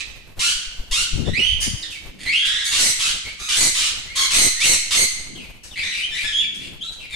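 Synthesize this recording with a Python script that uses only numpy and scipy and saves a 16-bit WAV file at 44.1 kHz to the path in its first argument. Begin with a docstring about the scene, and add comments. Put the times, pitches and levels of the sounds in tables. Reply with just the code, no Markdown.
"""Cockatiels in a bare room

Indoors, on a hand-held phone's stereo microphone, with hard walls close by. The birds squawk, screech,
cry, whistle, chatter and chip, each call a vibrating membrane coloured by throat and beak. One flaps
past close enough for its downdraught to thump the microphone; a perch rings, beaks and claws tick.
A ceiling fan and faint handling noise lie underneath. The shrillest peaks overload into a low rasp."""
import sys
import numpy as np
from scipy import signal
from scipy.fft import rfft, irfft, next_fast_len
from scipy.io import wavfile
from scipy.ndimage import uniform_filter1d

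SR = 44100
rng = np.random.default_rng(int(sys.argv[2]) if len(sys.argv) > 2 else 0)


def digitize_waveform(pressure):
    """Quantize a signal to 16-bit integers and store it at the path in sys.argv[1].

    Rows of a 2-D input are taken as channels; values are limited to [-1, 1].
    """
    field = np.atleast_2d(pressure).T
    bounded = np.clip(field, -1, 1)
    quanta = np.round(bounded * 32767).astype(np.int16)
    wavfile.write(sys.argv[1], SR, quanta)


N = 315315
TIME = np.arange(N) / SR
TOP_HZ = 14200  # upper limit of the voices and the microphone
POSES = 6  # head positions, each with its own echoes

# throat and beak colour of whistles and chips: frequency_hz, gain_db
CLEAR_THROAT = [(700, -35), (1400, -12.5), (2000, -4), (3200, 1), (4400, 2.5), (5700, -7.5), (7200, -3),
                (9500, -3), (11500, -13), (14000, -25)]
# their shared voice: weak overtones, unsteady when rough
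CLEAR_VOICE = dict(slope_db=-14, jitter=.08, waver=.075, shake=.9, half=.45, rasp=.8)


def syrinx(calls, gesture, throat, slope_db, attack_s, release_s, jitter, waver, shake, half, rasp):
    """A membrane vibrates behind a throat, unsteady and hissing when rough. One row per head pose."""
    out = np.zeros((POSES, N))
    hiss = rng.standard_normal(N)
    wobble = jitter * flutter(450) + waver * flutter(110)  # of pitch, fast and slow
    tremor = 2 * np.tanh(flutter(260) / 2)  # of loudness
    for index, (start, length, *columns) in enumerate(calls):
        span = (TIME > start - attack_s) & (TIME < start + length + release_s)
        t = TIME[span] - start
        age = np.clip(t, 0, length)
        hz, db, rough = gesture(age, age / length, *columns)
        rough = np.clip(rough, 0, 1)
        phase = 2 * np.pi * np.cumsum(hz * (1 + rough * wobble[span])) / SR
        # partials tilt by slope_db an octave; the windpipe spreads each pulse in time
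        tone = sum(undb(slope_db * np.log2(k)) * np.cos(k * phase + k * k / 2) * (k * hz < TOP_HZ)
                   for k in range(1, 15))
        tone = unit(tone * (1 + half * rough * np.cos(phase / 2)))  # period doubling
        air = rasp * rough ** 2 * hiss[span] * (1 + np.cos(phase))  # one puff a cycle
        voice = colour((tone + air) * np.exp(shake * rough * tremor[span]), throat)
        voice /= np.sqrt(uniform_filter1d(voice ** 2, size=900) + 1e-12)  # even out over 20 ms
        gate = np.clip(t / attack_s + 1, 0, 1) * np.clip((length - t) / release_s + 1, 0, 1)
        out[index % POSES, span] += voice * undb(db) * gate ** 2
    return out


def squawks():
    """Rasping calls that slide up to their pitch."""
    # start_s, length_s, top_pitch_hz, level_db, roughness
    calls = [ (.394, .135, 1574, -18, 0.58), (.913, 0.13, 1506, -19, 0.49), (2.712, 0.099, 1505, -18, 0.79),
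             (2.992, 0.13, 1532, -19.5, 0.8), (3.488, 0.093, 1779, -18.5, 0.7),
             (3.745, 0.15, 1509, -19.5, 0.96), (4.305, 0.09, 1540, -17.5, 0.66),
             (4.602, 0.063, 1640, -18.5, 0.95), (4.909, 0.049, 1700, -15.5, .9), ]
    # throat and beak colour: frequency_hz, gain_db
    throat = [(450, -76.5), (850, -19), (1150, -13.5), (1500, -11.5), (2200, -5.5), (2950, 1.5),
              (3650, 1.5), (4250, -2), (4800, -2.5), (6300, -4.5), (7400, -4.5), (10000, -9.5),
              (12000, -23.5), (14500, -22)]
    return syrinx(calls, scoop, throat, slope_db=-.5, attack_s=.005, release_s=.012,
                  jitter=.06, waver=.11, shake=.65, half=.8, rasp=.8)


def screeches():
    """Full-throated held notes with strong, shrill overtones."""
    # start_s, length_s, pitch_hz, level_db, roughness
    calls = [ (1.607, 0.042, 3126, -23, 1.1), (2.645, 0.051, 2230, -26, 0.51),
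             (2.782, 0.12, 2138, -19, 0.67), (3.562, 0.11, 2141, -18, 0.59),
             (4.338, 0.13, 2155, -17.5, .52), (4.635, 0.11, 2149, -17.5, 0.51),
             (4.95, 0.087, 2160, -18, 0.47), ]
    # throat and beak colour: frequency_hz, gain_db
    throat = [(700, -5), (1400, 0), (2100, 12.5), (3100, 8), (4200, 7.5), (5000, 15), (6300, 3), (7100, 10),
              (7900, 5.5), (8650, -1), (9300, 2.5), (10200, -6.5), (11300, -12), (14500, -21.5)]
    return syrinx(calls, hold, throat, slope_db=8, attack_s=.012, release_s=.036,
                  jitter=.015, waver=.068, shake=.6, half=.35, rasp=.3)


def cries():
    """Harsh, breathy held notes about an octave below the screeches."""
    # start_s, length_s, pitch_hz, level_db, roughness
    calls = [ (3.39, 0.11, 1281, -32.5, 0.47), (4.156, 0.1, 1121, -19.5, 0.54),
             (6.838, .025, 1365, -40.5, 0.32), (6.92, 0.011, 1510, -38.5, 0.94), ]
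    # throat and beak colour: frequency_hz, gain_db
    throat = [(700, -20), (1100, -13.5), (1600, -2.5), (2200, -7.5), (3300, -1), (3800, 1), (4350, 2),
              (5100, -7.5), (6500, -0.5), (7500, -6.5), (10000, -9), (14000, -24.5)]
    return syrinx(calls, hold, throat, slope_db=-1.5, attack_s=.0049, release_s=.016,
                  jitter=.04, waver=.08, shake=.6, half=.3, rasp=1.5)


def whistles():
    """Slurred notes, mostly rising, carried by the first partial."""
    # start_s, length_s, start_pitch_hz, end_pitch_hz, level_db, peak_share, roughness
    calls = [ (1.335, 0.21, 1920, 3130, -16, 0.48, 0.3), (2.19, 0.081, 1950, 1990, -31.5, .9, 1.06),
             (2.262, 0.0498, 1977, 2264, -15.5, 0.7, 0.33), (2.318, 0.12, 2442, 3340, -15, 0.18, 0.43),
             (2.45, 0.05, 3190, 3366, -18.5, 0.27, 0.88), (3.245, 0.074, 2120, 2327, -30.5, 0.45, 0.61),
             (4.065, 0.11, 1964, 2270, -34.5, 0.5, 0.31), (4.565, 0.032, 1850, 2010, -26, .8, 0.2),
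             (4.604, 0.057, 2130, 3150, -17.5, 0.49, 0.06), (5.76, 0.091, 2108, 2392, -21.5, 0.42, 0.49),
             (5.92, 0.096, 2660, 2416, -22.5, 0.99, 0.68), (6.02, .04, 2950, 3125, -20, 0.52, 0.26),
             (6.145, .125, 2000, 2402, -24, 0.6, 0.7), (6.325, 0.094, 3166, 3454, -16, 0.72, 0.21),
             (6.60, 0.087, 2263, 2724, -34, 0.53, 0.95), (6.811, 0.026, 3080, 3900, -24.5, 0.51, 0.26),
             (6.868, .036, 3930, 3940, -27, 0.46, 0.17), (7.10, .07, 2290, 2300, -31, .7, 0.88), ]
    return syrinx(calls, slur, CLEAR_THROAT, attack_s=.006, release_s=.025, **CLEAR_VOICE)


def chatter():
    """Reedy slurred notes with a strong second partial."""
    # start_s, length_s, start_pitch_hz, end_pitch_hz, level_db, peak_share, roughness
    calls = [ (0, 0.0083, 2246, 2277, -19, 0.068, 1.11), (1.245, 0.076, 1794, 1875, -34.5, 0.35, 0.48),
             (1.83, .04, 1860, 1760, -32.5, .2, 0.57), (2.42, 0.29, 1733, 1823, -23.5, 0.23, 0.7),
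             (5.82, 0.15, 1955, 1934, -26.5, 0.067, 0.65), (6.11, .10, 1767, 1993, -28, 0.24, 0.42),
             (6.235, 0.085, 1806, 1663, -23.5, 0.19, 0.45), ]
    # throat and beak colour: frequency_hz, gain_db
    throat = [(700, -33), (1200, -5.5), (1750, -6.5), (2500, -1.5), (3500, 4.5), (4400, -4.5), (5500, -5.5),
              (7200, -7.5), (9500, -13), (11500, -29.5), (14000, -31)]
    return syrinx(calls, slur, throat, slope_db=-3, attack_s=.01, release_s=.02,
                  jitter=.06, waver=.08, shake=.8, half=.25, rasp=.6)


def chips():
    """Small down-slurred notes in the whistling voice."""
    # start_s, length_s, start_pitch_hz, level_db, roughness
    calls = [ (1.824, 0.0116, 5070, -26.5, 0.37), (1.895, 0.076, 3150, -33.5, 0.52),
             (4.72, .058, 3004, -28.5, 0.07), (5.355, 0.099, 3120, -37, 0.54),
             (5.712, 0.035, 3680, -38, 0.26), (6.40, 0.051, 3150, -26.5, .38),
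             (6.995, 0.06, 3146, -35.5, 0.55), (7.126, .08, 3730, -30.5, .04), ]
    return syrinx(calls, drop, CLEAR_THROAT, attack_s=.006, release_s=.02, **CLEAR_VOICE)


def scoop(age, share, hz, db, rough, depth=.43, rise_s=.04, swell_s=.011):
    """Pitch and loudness climb as the pressure builds, and the bird tires at the end."""
    pitch = hz * (1 - depth * np.exp(-age / rise_s))
    level = db - 2.5 * np.exp(-age / swell_s) - 4.5 * share ** 4
    return pitch, level, rough


def hold(age, share, hz, db, rough, depth=.05, rise_s=.01413, sag_per_s=.42, crack=.308):
    """The voice cracks up onto its note, rougher at first, then sags slowly."""
    onset = np.exp(-age / rise_s)
    pitch = hz * (1 - depth * onset - sag_per_s * age)
    return pitch, db + arch(share, peak=.51, edge_db=2.5), rough + crack * onset


def slur(age, share, start_hz, end_hz, db, peak, rough, glide_s=.06):
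    """The note eases from one pitch to another and levels off if it lasts."""
    ease = 1 - np.exp(-(age / glide_s) ** 1.45)
    pitch = start_hz + (end_hz - start_hz) * ease / ease[-1]
    return pitch, db + arch(share, peak, edge_db=8), rough


def drop(age, share, hz, db, rough, fall=.28):
    """The pitch falls evenly by a set share, at a steady level."""
    return hz * (1 - fall * share), db, rough


def arch(share, peak, edge_db):
    """Loudness over a call in dB: 0 at the peak, edge_db softer at both ends."""
    peak = np.clip(peak, .05, .95)
    return -edge_db * np.maximum((peak - share) / peak, (share - peak) / (1 - peak)) ** 2


def wings(gust_pan_db=16, wide_eddy_hz=114):
    """A close fly-past: strokes pull on both microphone ports together, eddies buffet each on its own."""
    # dips in air pressure: centre_s, width_s, level_db
    strokes = [(.563, .006, -28), (.683, .007, -28), (.801, .006, -18), (.921, .006, -17),
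               (1.027, .006, -25), (1.14, .006, -15), (1.322, .006, -18)]
    # downdraught on the microphone: centre_s, width_s, level_db, cutoff_hz
    gusts = [ (1.158, 0.022, -25.5, 128), (1.208, 0.032, -25.5, 260), (1.283, 0.011, -23, 444),
             (1.313, 0.024, -24.5, 169), (1.396, .015, -32, 370), (1.57, 0.1, -28, 65.4),
             (1.679, 0.0073, -28, 220), (1.729, 0.022, -28.5, 130), ]
    out = np.zeros((2, N))
    for centre, width, db in strokes:
        out -= undb(db) * pan(3) * bump(centre, width)
    for centre, width, db, hz in gusts:
        span = np.abs(TIME - centre) < 1 / 6
        swell = bump(centre, width)[span]
        turbulence = butter(rng.standard_normal((2, len(swell))), hz, order=3)
        eddies = swell * butter(turbulence, 22, "high")
        eddies *= np.sqrt(np.sum(swell ** 2) / np.sum(eddies ** 2, axis=1, keepdims=True))
        # small eddies strike the left port; slower, wider ones reach both
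        side = pan(gust_pan_db * (1 - np.exp(-(hz / wide_eddy_hz) ** 2)))
        out[:, span] += undb(db) * side * eddies
    return out


def ticks(decay_s=.036):
    """Little clicks of beak and claw on the perch."""
    # start_s, level_db
    taps = [(1.905, -35), (5.632, -35), (6.54, -37)]
    blows = sum(undb(db) * (TIME >= start) * np.exp(-np.abs(TIME - start) / decay_s)
                for start, db in taps)
    return blows * unit(butter(rng.standard_normal(N), [2000, 9000], "band"))


def perch(start_s=1.72, pitch_hz=312, level_db=-49, t60_s=1.8):
    """The bumped metal rod rings faintly in one bending mode."""
    age = np.maximum(TIME - start_s, 0)
    return undb(level_db) * np.sin(2 * np.pi * pitch_hz * age) * undb(-60 * age / t60_s)


def fan(level_db=-45, sway_db=4.5):
    """Soft, unsteady rumble of air moved by the ceiling fan."""
    # spectrum of the moving air: frequency_hz, gain_db
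    spectrum = [(25, 7), (60, 1.5), (120, -5.5), (250, -13.5), (500, -15), (1000, -20), (3000, -25.5),
                (6000, -32), (14000, -32.5)]
    noise = rng.standard_normal((3, N))  # left, right, common to both
    air = unit(colour(noise[:2] + noise[2], spectrum))
    return air * pan(1) * undb(level_db + sway_db * flutter(13.5))


def handling(creep_db=-60, sway_db=1.9):
    """Fingers creep unevenly on the phone's case and now and then shift their grip."""
    # soft low rustles: centre_s, width_s, level_db
    rustles = [(2.23, 0.073, -44), (5.37, 0.063, -40.5), (5.9, 0.11, -55), (6.657, 0.11, -43.5)]
    rub = unit(butter(rng.standard_normal((2, N)), [110, 300], "band"))
    shifts = sum(undb(db) * bump(centre, width) for centre, width, db in rustles)
    return rub * pan(2) * (undb(creep_db) + shifts) * undb(sway_db * flutter(17.4))


def room(build_s=.00075, early_db=3, early_s=.02):
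    """Strong first reflections from near walls, then a tail that lingers longest in the midrange."""
    # reverberation time: frequency_hz, t60_s
    decay = [(200, 0.14), (1500, 1), (3000, 0.92), (5000, 0.77), (8000, 0.7), (14000, 0.35)]
    t = TIME[:SR]
    noise = rng.standard_normal((2, SR))
    edges_hz = np.geomspace(100, 16000, 11)
    tail = np.zeros((2, SR))
    for k, (low, high) in enumerate(zip(edges_hz, edges_hz[1:])):
        t60 = at_hz(np.sqrt(low * high), decay)
        tail += butter(noise, [low, high], "band") * undb(-60 * t / t60) * (-1) ** k
    tail *= (1 - np.exp(-t / build_s)) * (1 + undb(early_db) * np.exp(-t / early_s))
    return tail / np.sqrt(np.sum(tail ** 2, axis=1, keepdims=True))


def place(poses, echoes, direct_db, room_db, pan_db):
    """A source reaches the microphone directly and off the walls; each pose has its own echoes."""
    wet = sum(signal.fftconvolve(row[None], echo)[:, :N] for row, echo in zip(poses, echoes))
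    return pan(pan_db) * (undb(direct_db) * poses.sum(axis=0) + undb(room_db) * wet)


def undb(db):
    """Decibels to gain."""
    return 10 ** (np.asarray(db) / 20)


def unit(x):
    """Scale to rms 1."""
    return x / np.sqrt(np.mean(x ** 2) + 1e-18)


def pan(db):
    """Stereo gains for a left-minus-right level difference."""
    return undb(np.array([[1], [-1]]) * db / 2)


def bump(centre_s, width_s):
    """A bell-shaped swell of height 1."""
    return np.exp(-.5 * ((TIME - centre_s) / width_s) ** 2)


def at_hz(hz, points):
    """Read (Hz, value) points on a log-frequency axis."""
    points_hz, values = np.transpose(points)
    return np.interp(np.log(hz + 1e-9), np.log(points_hz), values)


def colour(x, points):
    """Filter by a (Hz, dB) outline."""
    n = x.shape[-1]
    size = next_fast_len(n + 512)
    gain = undb(at_hz(np.fft.rfftfreq(size, 1 / SR), points))
    return irfft(rfft(x, size) * gain, size)[..., :n]


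def butter(x, hz, kind="low", order=2):
    """Plain low-, high- or band-pass."""
    return signal.sosfilt(signal.butter(order, hz, kind, fs=SR, output="sos"), x)


def flutter(hz):
    """Random wobble up to a given rate, rms 1."""
    return unit(butter(rng.standard_normal(N), hz))


def scene():
    """The birds share one room and turn their heads between calls; wings pass right at the microphone."""
    # where the whistling, chipping and chattering birds sit: time_s, left_minus_right_db
    seats = [(1.4, -6), (2.3, -1.5), (4.6, 0), (5.8, 1.5), (6.4, 1.5), (7.1, 1.5)]
    side_db = np.interp(TIME, *np.transpose(seats))
    echoes = [room() for _ in range(POSES)]
    birds = (place(squawks(), echoes, direct_db=-6.5, room_db=-1, pan_db=-1)
             + place(screeches() + cries(), echoes, direct_db=-8, room_db=2, pan_db=-.8)
             + place(chatter(), echoes, direct_db=-6.5, room_db=-1, pan_db=side_db)
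             + place(whistles() + chips(), echoes, direct_db=-5, room_db=-3.5, pan_db=side_db)
             + place(ticks()[None], echoes, direct_db=-33.5, room_db=-1, pan_db=1.5))
    return birds + wings() + perch() + fan() + handling()


def record(dry, headroom=.11, overload=1.96, rasp_hz=600, ceiling=.75):
    """Shrill peaks overload the microphone into a low rasp; peaks are rounded and the top is cut."""
    treble = butter(dry, 7640, "high")
    excess = np.maximum(np.abs(treble) - headroom, 0)
    rasp = butter(excess, rasp_hz, order=1)
    rasp = butter(rasp, .93, "high", order=1)  # the steady offset drains away
    heard = dry - overload * rasp  # overload pushes the wave one way only
    rounded = heard / (1 + (heard / ceiling) ** 6) ** (1 / 6)
    top_cut = signal.ellip(12, .2, 80, TOP_HZ, fs=SR, output="sos")
    return signal.sosfilt(top_cut, rounded)


dry = scene()
out = record(dry)
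digitize_waveform(out)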